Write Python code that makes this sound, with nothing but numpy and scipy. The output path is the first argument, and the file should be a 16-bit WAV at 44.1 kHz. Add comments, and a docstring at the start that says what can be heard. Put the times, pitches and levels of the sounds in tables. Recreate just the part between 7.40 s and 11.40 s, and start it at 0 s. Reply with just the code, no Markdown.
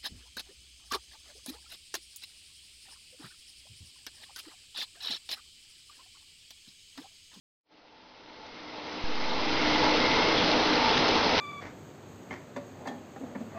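"""A pump drives water under a turning stone ball in a stonecutter's yard.
Its motor hums on the mains, the flow shakes its casing into a drone and a whirr, and a rush lies beneath.
A thin stream splashes from the plinth into a pit: fine spatter, ringing bubbles, a few ticking drops.
The sound fades in over two seconds, with one soft electrical thump on the way."""
import sys
import numpy as np
from scipy import signal
from scipy.fft import rfft, irfft
from scipy.io import wavfile
from scipy.ndimage import uniform_filter1d

SR = 44100
rng = np.random.default_rng(int(sys.argv[2]) if len(sys.argv) > 2 else 0)


def digitize_waveform(pressure):
    """Quantize a signal to 16-bit integers and store it at the path in sys.argv[1].

    Rows of a 2-D input are taken as channels; values are limited to [-1, 1].
    """
    field = np.atleast_2d(pressure).T
    bounded = np.clip(field, -1, 1)
    quanta = np.round(bounded * 32767).astype(np.int16)
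    wavfile.write(sys.argv[1], SR, quanta)


N = 176400
TIME = np.arange(N) / SR
FREQS = np.fft.rfftfreq(N, 1 / SR)

# tone colour of splashing water: f/Hz, relative level/dB
SPLASH_EQ = [(500, -8.5), (1500, -7.5), (3000, 0.5), (4200, -5), (5150, -3), (5500, -14.5), (6000, -13),
             (6500, -24), (7100, -49.5)]


def gain_of(db):
    """Decibels to gain."""
    return 10 ** (np.asarray(db) / 20)


def unit_rms(x):
    """Scales to an rms of one."""
    return x / np.sqrt(np.mean(x ** 2) + 1e-20)


def fader(points):
    """Gain riding along a curve of t/s, level/dB."""
    return gain_of(np.interp(TIME, *np.transpose(points)))


def equalise(x, points):
    """Shapes a sound with a curve of f/Hz, level/dB, joined on a log-frequency axis."""
    hz, db = np.transpose(points)
    response_db = np.interp(np.log(FREQS + 1), np.log(hz), db)
    return irfft(rfft(x) * gain_of(response_db), N)


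def drift(rate_hz):
    """Random wandering up to about the given rate, at an rms of one."""
    spectrum = rfft(rng.standard_normal(N)) * (FREQS > 0)
    return unit_rms(irfft(spectrum / (1 + (FREQS / rate_hz) ** 4), N))


def resonance(hz, width_hz):
    """Turbulence heard through one steep-sided resonance."""
    detune = (FREQS - hz) / width_hz
    return unit_rms(irfft(rfft(rng.standard_normal(N)) / (1 + detune ** 2) ** 2, N))


def tone(hz, waver_hz, waver_db, rate_hz):
    """A sine that wavers in pitch and level."""
    cycles = np.cumsum(hz + waver_hz * drift(rate_hz)) / SR + rng.random()
    return unit_rms(np.sin(2 * np.pi * cycles) * gain_of(waver_db * drift(rate_hz)))


def motor(hum_hz=100.8):
    """Hum on harmonics of twice the mains frequency, and the less steady whine of shaft and impeller."""
    # mains hum: multiple of hum_hz, level/dB
    harmonics = [(3, -38.5), (4, -46.5), (5, -42), (6, -45.5), (20, -49), (21, -48.5), (26, -51)]
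    # swell of the strongest harmonic: t/s, level/dB
    hum_swell = [(0.3, 5), (0.8, -3.5), (1.1, 0.5), (1.55, 5.5), (1.9, -2.5), (2.25, 4.5), (2.52, 5),
                 (2.75, -4), (2.98, 1.5), (3.1, 5), (3.3, 7), (3.5, -5.5), (4.0, -5.5)]
    # tones of the turning parts: f/Hz, level/dB
    whine_tones = [(181, -50), (250.3, -47.5), (264, -47), (324.3, -41), (427, -46), (650.5, -47.5),
                   (793, -45.5), (936.5, -48.5), (1082, -53.5), (1108, -53), (1202, -51.5), (2702, -54)]
    hum = [gain_of(db) * tone(k * hum_hz, waver_hz=0.71, waver_db=2.1, rate_hz=9) for k, db in harmonics]
    whine = sum(gain_of(db) * tone(hz, waver_hz=2.23, waver_db=2.5, rate_hz=6.16)
                for hz, db in whine_tones)
    return hum[0] * fader(hum_swell) + sum(hum[1:]) + whine


def casing():
    """The flow shakes the casing: a steady body, a swelling drone with a tone at its core, a whirr."""
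    # resonances of body, drone and whirr: f/Hz, width/Hz, level/dB
    body_modes = [(250, 27, -41), (467, 38, -41), (698, 36, -46.5), (1000, 40, -46), (1360, 180, -42),
                  (3270, 150, -47.5), (4150, 130, -46), (5100, 210, -48), (5880, 110, -64)]
    drone_modes = [(857, 38, -40), (942, 50, -41)]
    whirr_modes = [(2003, 70, -47.5), (2137, 85, -44.5), (2210, 60, -53.5)]
    # swells of drone and whirr: t/s, level/dB
    drone_swell = [(0.4, -1), (0.59, 5), (0.82, -1), (0.93, 4), (1.05, 5.5), (1.17, -6), (1.47, 4),
                   (1.58, -6), (1.93, 3), (2.05, -3), (2.3, -2.5), (2.47, 4.5), (2.63, -3), (2.75, 5),
                   (2.83, -3), (3.28, -2), (3.47, 6.5), (3.56, -1), (3.88, 3.5), (4.0, -6)]
    whirr_swell = [(0.6, -5), (1.2, 6), (1.9, 1.5), (2.5, 5), (2.9, 6.5), (3.1, -8.5), (4.0, 0)]
    body, drone, whirr = [sum(gain_of(db) * resonance(hz, width) for hz, width, db in modes)
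                          for modes in (body_modes, drone_modes, whirr_modes)]
    core = gain_of(-39.5) * tone(883, waver_hz=1.8, waver_db=2.0, rate_hz=7)
    return body + (drone + core) * fader(drone_swell) + whirr * fader(whirr_swell)


def wash(level_db=-27, patchy_db=0.8, flicker_db=0.1):
    """Machinery and water blur into a steady rush with small drifting patches in its spectrum."""
    # tone colour of the rush: f/Hz, relative level/dB
    wash_eq = [(20, -1.5), (60, -4), (150, -3.5), (230, 1), (370, 0.5), (520, 1.5), (760, 1), (1100, -1),
               (1650, -4.5), (2600, -5), (4100, -5.5), (4600, -7), (5200, -8), (5480, -14), (6000, -15),
               (6500, -35), (7100, -47)]
    frames, bins = N // 128 + 5, 257
    real, imag, patches = rng.standard_normal((3, frames, bins))
    patches = uniform_filter1d(patches, size=14, axis=0)  # smear in time
    patches = unit_rms(uniform_filter1d(patches, size=7, axis=1))  # and in frequency
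    spectra = (real + 1j * imag) * gain_of(patchy_db * patches)
    rush = signal.istft(spectra.T, nperseg=512, noverlap=384)[1][:N]
    return gain_of(level_db - flicker_db * drift(25)) * unit_rms(equalise(rush, wash_eq))


def swell_low_mids(rush, centre_hz=660, width_hz=260):
    """The low midrange of the rush slowly swells and sinks."""
    # boost and cut of the band: t/s, level/dB
    mid_swell = [(0.35, 3), (0.8, -1), (0.95, 3), (1.2, -0.5), (1.4, 3), (1.72, -1.5), (2.0, 0.5),
                 (2.15, -3.5), (2.45, 1.5), (2.95, 1), (3.3, 0.5), (3.7, 2), (4.0, 0.5)]
    mids = irfft(rfft(rush) / (1 + ((FREQS - centre_hz) / width_hz) ** 4), N)
    return rush + mids * (fader(mid_swell) - 1)


def impacts(per_s, spread_db=4.5):
    """Random impacts, most small and a few larger."""
    size = gain_of(spread_db * np.minimum(rng.exponential(1, N), 3.6))
    return size * rng.choice([-1, 1], N) * (rng.random(N) < per_s / SR)


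def pit(x, t60_s=0.07, wet_db=-3):
    """The stone pit adds a short reverb tail."""
    t = TIME[:8192]
    tail = rng.standard_normal(len(t)) * 1000 ** (-t / t60_s)
    return x + gain_of(wet_db) * signal.fftconvolve(x, tail / np.linalg.norm(tail))[:N]


def stream(drops_per_s=900, bubbles_per_s=120, burst_s=0.00049, ring_cycles=10, surge_db=2.3):
    """The stream falls unevenly, spatters and traps small bubbles that ring and rise in pitch."""
    t = TIME[:2048]
    drops, bubbles = np.zeros((2, N))
    pitches_hz = np.geomspace(1100, 5000, num=24)
    for hz in pitches_hz:
        burst = rng.standard_normal(len(t)) * np.exp(-t / burst_s)
        drops += signal.oaconvolve(impacts(drops_per_s / len(pitches_hz)), burst)[:N]
        age = t * hz / ring_cycles  # in decay times
        rising_hz = hz * (1 + 0.034 * age)
        ping = np.sin(2 * np.pi * np.cumsum(rising_hz) / SR) * np.exp(-age)
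        bubbles += signal.oaconvolve(impacts(bubbles_per_s / len(pitches_hz)), ping)[:N]
    spatter = gain_of(-36.5) * unit_rms(equalise(pit(drops), SPLASH_EQ))
    bubbling = gain_of(-46.5) * unit_rms(equalise(pit(bubbles), SPLASH_EQ))
    return (spatter + bubbling) * gain_of(surge_db * drift(rate_hz=35))


def thump(at_s=1.64, size=0.05, rise_s=0.00036, decay_s=0.62):
    """A voltage step thumps softly and leaks away."""
    age = np.maximum(TIME - at_s, 0)
    return size * (1 - np.exp(-age / rise_s)) * np.exp(-age / decay_s)


def drop_ticks(decay_s=0.0018, width_hz=2400):
    """Single large drops tick on the stone."""
    # drop hits: t/s, level before the EQ/dB, f/Hz
    hits = [(2.6026, -23, 4340), (3.236, -19, 3460), (3.3558, -16.5, 4900), (3.4928, -25, 4100),
            (3.671, -19, 3900)]
    ticks = np.zeros(N)
    for at, db, hz in hits:
        envelope = (TIME >= at) * np.exp(-abs(TIME - at) / decay_s)
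        ticks += gain_of(db) * envelope * resonance(hz, width_hz)
    return equalise(ticks, SPLASH_EQ)


def splash_rings():
    """Now and then the splash rings briefly in a narrow band."""
    # rings: peak t/s, f/Hz, width/Hz, half-length/s, level/dB
    rings = [(2.993, 3320, 216, 0.066, -34), (3.53, 3420, 218, 0.12, -37.5)]
    return sum(gain_of(db) * np.exp(-((TIME - at) / half_length) ** 2) * resonance(hz, width)
               for at, hz, width, half_length, db in rings)


def scene():
    """Water and pump, mixed in mono."""
    mix = stream() + motor() + casing() + swell_low_mids(wash()) + drop_ticks() + splash_rings()
    return mix[None]


def record(dry, cutoff_hz=7150):
    """Fades the mix in, adds the thump and cuts the top end steeply."""
    # master fade-in: t/s, level/dB
    fade_in = [(0.0, -100), (0.23, -80), (0.26, -58), (0.325, -35.5), (0.8, -27.5), (1.25, -19.5),
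               (1.75, -10), (2.3, -0.6), (2.5, 0), (4.0, 0)]
    mix = dry * fader(fade_in) + thump()
    lowpass = signal.firwin(511, cutoff_hz, window=("kaiser", 9), fs=SR)
    return signal.oaconvolve(mix, lowpass[None], "same")


dry = scene()
out = record(dry)
digitize_waveform(out)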